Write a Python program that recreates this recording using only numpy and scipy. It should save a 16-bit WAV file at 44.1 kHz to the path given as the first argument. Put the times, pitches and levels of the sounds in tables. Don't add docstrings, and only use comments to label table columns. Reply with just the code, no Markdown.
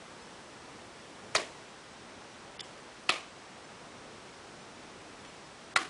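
import sys
import numpy as np
from scipy import signal
from scipy.fft import rfft, irfft, next_fast_len
from scipy.io import wavfile

SR = 44100
rng = np.random.default_rng(int(sys.argv[2]) if len(sys.argv) > 2 else 0)


def to_wav(sig):
    pcm = np.clip(np.atleast_2d(sig), -1, 1) * 32767
    pcm = np.round(pcm).astype(np.int16)
    wavfile.write(sys.argv[1], SR, pcm.T)


def ratio(d):
    e = np.asarray(d, float) / 20
    return 10 ** e


N = 259749

# start_s, crunch_db, bite_ms, wall_lag_ms, wall_db (lag and level of the
BLOWS = [
    (1.3508, -23, 4.5, 9.4, -13),
    (2.5940, -39, 1.65, 11.9, 1.5),
    (3.0927, -22.5, 4.3, 9.7, -10),
    (5.249, -49.5, 2.5, 10, -3),
    (5.7599, -23, 5.8, 10.1, -6.5),
]


def rms_one(x):
    return x / np.sqrt(np.mean(x ** 2) + 1e-20)


def coloured(x, spectrum):
    size = next_fast_len(len(x) + 2048)
    hz = np.maximum(np.arange(size // 2 + 1) * SR / size, 1)
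    corner_hz, corner_db = np.transpose(spectrum)
    level_db = np.interp(np.log(hz), np.log(corner_hz), corner_db)
    cepstrum = irfft(level_db * np.log(10) / 20, size)
    cepstrum[1:size // 2] *= 2
    cepstrum[size // 2 + 1:] = 0
    return irfft(rfft(x, size) * np.exp(rfft(cepstrum)), size)[:len(x)]


def steady_noise():
    # pitch_hz, level_db
    hiss_colour = [(12, -42), (20, -25), (38, -11), (92, -4.5), (215, -0.5), (258, -0.5), (287, -1.5),
                   (319, 0), (1100, -4), (4710, -14.5), (5660, -14.5), (6810, -18.5), (8190, -19.5),
                   (11000, -27), (14200, -60), (22000, -120)]
    level_db, edge_hz = -50, 11030
    noise = coloured(rng.standard_normal(N + SR), hiss_colour[:-2])[SR:]
    hz = np.arange(N // 2 + 1) * SR / N
    return ratio(level_db) * rms_one(irfft(rfft(noise) * (hz < edge_hz), N))


def hiss():
    # pitch_hz, level_db (rms)
    whine_tones = [(8000, -80), (8123, -75)]
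    gust_db, gusts_per_s, gust_top_hz = 1.5, 6.4, 900
    t = np.arange(N) / SR
    wander = np.cumsum(rng.normal(0, .02, N))
    noise = steady_noise()
    bass = signal.sosfiltfilt(signal.butter(1, gust_top_hz, fs=SR, output="sos"), noise)
    swell = ratio(gust_db * np.interp(t * gusts_per_s, np.arange(200), rng.standard_normal(200)))
    whine = sum(np.sqrt(2) * ratio(db) * np.sin(2 * np.pi * hz * t + wander) for hz, db in whine_tones)
    return noise + (swell - 1) * bass + whine


def slips():
    slip_moments = [.23, 1.0, 2.11, 2.81, 3.39, 3.65, 4.34, 4.39, 4.62, 5.20, 5.29, 5.46]
    level_db, lowest_hz, octaves = -2, 4200, 1.1
    size = 2048
    noise, side = steady_noise(), np.zeros(N)
    for s, chance in zip(slip_moments, rng.random(len(slip_moments))):
        low_hz = lowest_hz * 2 ** (octaves * chance ** 2)
        frame = slice(round(s * SR) - size // 2, round(s * SR) + size // 2)
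        band = signal.butter(4, [low_hz, low_hz * 1.3], "band", fs=SR, output="sos")
        side[frame] += signal.sosfilt(band, noise[frame]) * np.hanning(size)
    return ratio(level_db) * side * [[1], [-1]]


def fibres(ms):
    strength = ratio(np.minimum(rng.exponential(1, len(ms)), 3))
    sign = rng.choice([-1, 1], len(ms))
    breaks = rng.random(len(ms)) < .5
    return strength * sign * breaks


def crunch(ms, level_db, bite_ms, colour):
    entry_db, entry_db_per_ms, dying_ms = -5, 5, 2.4
    entry = ratio(entry_db + entry_db_per_ms * np.minimum(ms, 0)) * (ms < 0)
    bite = np.exp(-np.maximum(ms - bite_ms, 0) / dying_ms) * (ms >= 0)
    sound = coloured(fibres(ms) * (entry + bite), colour)
    return ratio(level_db) * sound / np.std(sound[(ms >= 0) & (ms < bite_ms)])


def ring(clicks, hz, t60):
    r, w = ratio(-60 / (t60 * SR)), 2 * np.pi * hz / SR
    return signal.lfilter([0, np.sin(w)], [1, -2 * r * np.cos(w), r * r], clicks)


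def snaps(ms, blow_s, bite_ms):
    # start_s, peak_db, pitch_hz
    thick_fibres = [(1.351, -18, 2580), (1.3512, -17, 1255), (1.3531, -19, 2310), (1.3533, -22, 625),
                    (1.353, -40, 150), (1.3600, -26, 1010), (1.3602, -18, 4700), (1.361, -23, 1910),
                    (1.362, -31.5, 415), (2.5943, -32, 2980), (2.5957, -33, 3510), (2.5957, -36, 5150),
                    (3.0926, -7.5, 2670), (3.0946, -16, 1280), (3.0950, -19, 3400), (3.095, -26.5, 380),
                    (3.0930, -33, 170), (3.0962, -28, 703), (3.1018, -19, 3290), (3.1030, -17.5, 4000),
                    (3.1075, -25, 2400), (5.7612, -14.5, 2180), (5.7621, -29, 754), (5.7625, -11.5, 1380),
                    (5.762, -41, 150), (5.7626, -24, 3800), (5.7642, -19, 2230), (5.7700, -16, 2000),
                    (5.7717, -22, 1126)]
    ring_cycles, cycles_db_per_db, stopped_longer, longest_ring_s = 12.5, 0.36, 1.35, 0.038
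    out = np.zeros(len(ms))
    for s, peak_db, hz in thick_fibres:
        after_ms = (s - blow_s) * 1000
        if abs(after_ms) < 20:
            cycles = ring_cycles * ratio(-cycles_db_per_db * peak_db)
            if after_ms > bite_ms:
                cycles *= stopped_longer
            click = -ratio(peak_db) * (np.arange(len(ms)) == np.searchsorted(ms, after_ms))
            out += ring(click, hz, min(cycles / hz, longest_ring_s))
    return out


def wall(direct, lag_ms, wall_db):
    smear_ms, rough, low_hz = 1.1, 0.15, 1530
    ms = np.arange(SR // 20) / SR * 1000
    facets = rough * np.exp(-np.maximum(ms - lag_ms, 0) / smear_ms) * rng.standard_normal(len(ms))
    flat_face = np.arange(len(ms)) == np.searchsorted(ms, lag_ms)
    echo = facets * (ms > lag_ms) + flat_face
    echo = signal.sosfilt(signal.butter(1, low_hz, "high", fs=SR, output="sos"), echo)
    return ratio(wall_db) * signal.fftconvolve(direct, echo / np.linalg.norm(echo))[:len(direct)]


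def yard(ms, yard_db, colour):
    start_ms, hold_ms, t60_s = 13.5, 34.3, 0.38
    lump_db, lump_ms = 1.5, 4.0
    since = ms - start_ms
    lumps_db = lump_db * np.interp(since / lump_ms, np.arange(500), rng.standard_normal(500))
    fall_db = 0.069 * np.maximum(since - hold_ms, 0) / t60_s
    fading = np.clip(since / 6, 0, 1) * ratio(lumps_db - fall_db)
    return ratio(yard_db) * fading * rms_one(coloured(rng.standard_normal(len(ms)), colour))


def chops():
    # pitch_hz, level_db
    crunch_colours = [
        [(88, -32), (150, -19), (609, 1.5), (1320, -5), (1730, -2), (2390, 12), (3070, -6), (4810, -2),
         (6300, -5), (9700, -8), (11000, -22), (14300, -60), (22000, -120)],
        [(710, -50), (1200, -16), (2040, -11), (2640, -12), (3000, 0), (4040, -16), (5240, -6), (8890, -16),
         (11000, -29), (14300, -64), (22000, -120)],
        [(88, -40), (150, -26), (812, -3.5), (1300, -15), (1790, 0), (2520, -1), (3810, -6), (4730, -2.5),
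         (6190, -14), (9700, -12.5), (11000, -22), (14300, -53), (22000, -120)],
        [(600, -22), (1500, 2), (3000, 4), (6000, -8), (11000, -19)],
        [(88, -48), (150, -26), (873, -36), (1420, -3.5), (2300, -10), (2860, -12), (4400, -9), (5170, -19),
         (6650, -16), (7150, -17.5), (11000, -25), (14300, -63), (22000, -120)],
    ]
    # pitch_hz, level_db
    yard_colours = [
        [(120, -48), (200, -22), (385, 0.5), (556, -6.5), (625, 1), (875, -8), (1180, -1), (1330, -13),
         (1920, -4.5), (7360, -16.5), (11000, -26.5), (14300, -61), (22000, -120)],
        [(120, -53), (200, -31), (315, -4), (372, -13), (715, -6), (904, -16), (1160, -2), (1500, -17),
         (2520, -5.5), (2830, -9.5), (9620, -28), (11000, -31), (14300, -66), (22000, -120)],
        [(120, -63), (200, -7.5), (366, -4), (575, -18), (752, -4), (875, -17), (1160, -3.5), (1630, -9),
         (1990, -8.5), (9300, -26), (11000, -29), (14300, -60), (22000, -120)],
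    ]
    hard_blow_db, hard_yard_db, yard_follows = -23, -36.5, 1.2
    bass_cut_hz = 250
    lead, length = SR // 60, SR // 2
    ms = (np.arange(length) - lead) / SR * 1000
    out = np.zeros(N + SR)
    returns = [yard_colours[0], crunch_colours[1], yard_colours[1], crunch_colours[3], yard_colours[2]]
    for blow, colour, back in zip(BLOWS, crunch_colours, returns):
        s, level_db, bite_ms, lag_ms, wall_db = blow
        direct = crunch(ms, level_db, bite_ms, colour) + snaps(ms, s, bite_ms)
        yard_db = hard_yard_db + yard_follows * (level_db - hard_blow_db)
        start = round(s * SR) - lead
        out[start:start + length] += direct + wall(direct, lag_ms, wall_db) + yard(ms, yard_db, back)
    return signal.sosfilt(signal.butter(2, bass_cut_hz, "high", fs=SR, output="sos"), out[:N])


def tear():
    start_s, end_s = 1.357, 1.3733
    level_db, hz, width_hz = -27.5, 4340, 1250
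    t = np.arange(N) / SR
    rip = ring(fibres(t), hz, 2.3 / width_hz)
    span = np.clip((t - start_s) / .005, 0, 1) * np.clip((end_s - t) / .0008, 0, 1)
    return ratio(level_db) * rms_one(rip) * span


def starve(x, share_lost, size, count):
    hz, s, cells = signal.stft(x, SR, nperseg=size)
    luck = rng.random((len(hz), len(s)))
    luck = luck.repeat(count, axis=0).repeat(2, axis=1)[:len(hz), :len(s)]
    kept = luck >= share_lost(hz[:, None], s)
    return signal.istft(cells * kept, SR, nperseg=size)[1][:, :N]


def steady_loss(hz, s):
    # time_s, share_lost (0-1)
    top_loss = [(0, 0), (1.6, 0), (1.8, .55), (3.5, .5), (3.9, .33), (5.89, .33)]
    top_hz, upper_hz, upper_share = 10000, 7000, .18
    spared = sum((s > blow[0] - .04) & (s < blow[0] + .1) for blow in BLOWS)
    reach = np.where(hz > top_hz, 1, upper_share * (hz > upper_hz))
    return reach * np.interp(s, *np.transpose(top_loss)) * (spared == 0)


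def sudden_loss(hz, s):
    # start_s, length_s, above_hz, share_lost (0-1)
    dropouts = [
        (2.572, .0195, 3000, .9),
        (2.615, .017, 3500, .85),
        (3.110, .0035, 6000, 1),
        (5.739, .0145, 1300, 1),
        (5.777, .008, 5000, .7),
    ]
    recovery, recovery_lost = .4, .4
    total = 0
    for start, length, above_hz, lost in dropouts:
        during = (s > start) & (s < start + length * (1 + recovery))
        depth = np.where(s < start + length, 1, recovery_lost)
        total = total + (hz > above_hz) * lost * (during * depth)
    return total


def scene():
    return np.tile(hiss() + chops() + tear(), (2, 1))


def roll_off(x):
    return signal.sosfilt(signal.butter(12, 11810, fs=SR, output="sos"), x)


def record(dry):
    thinned = starve(dry, sudden_loss, size=256, count=8)
    thinned = starve(thinned, steady_loss, size=2048, count=3)
    top_cut = signal.cheby2(12, 60, 12200, fs=SR, output="sos")
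    mix = signal.sosfilt(top_cut, thinned + slips())
    return roll_off(mix)


dry = scene()
out = record(dry)
to_wav(out)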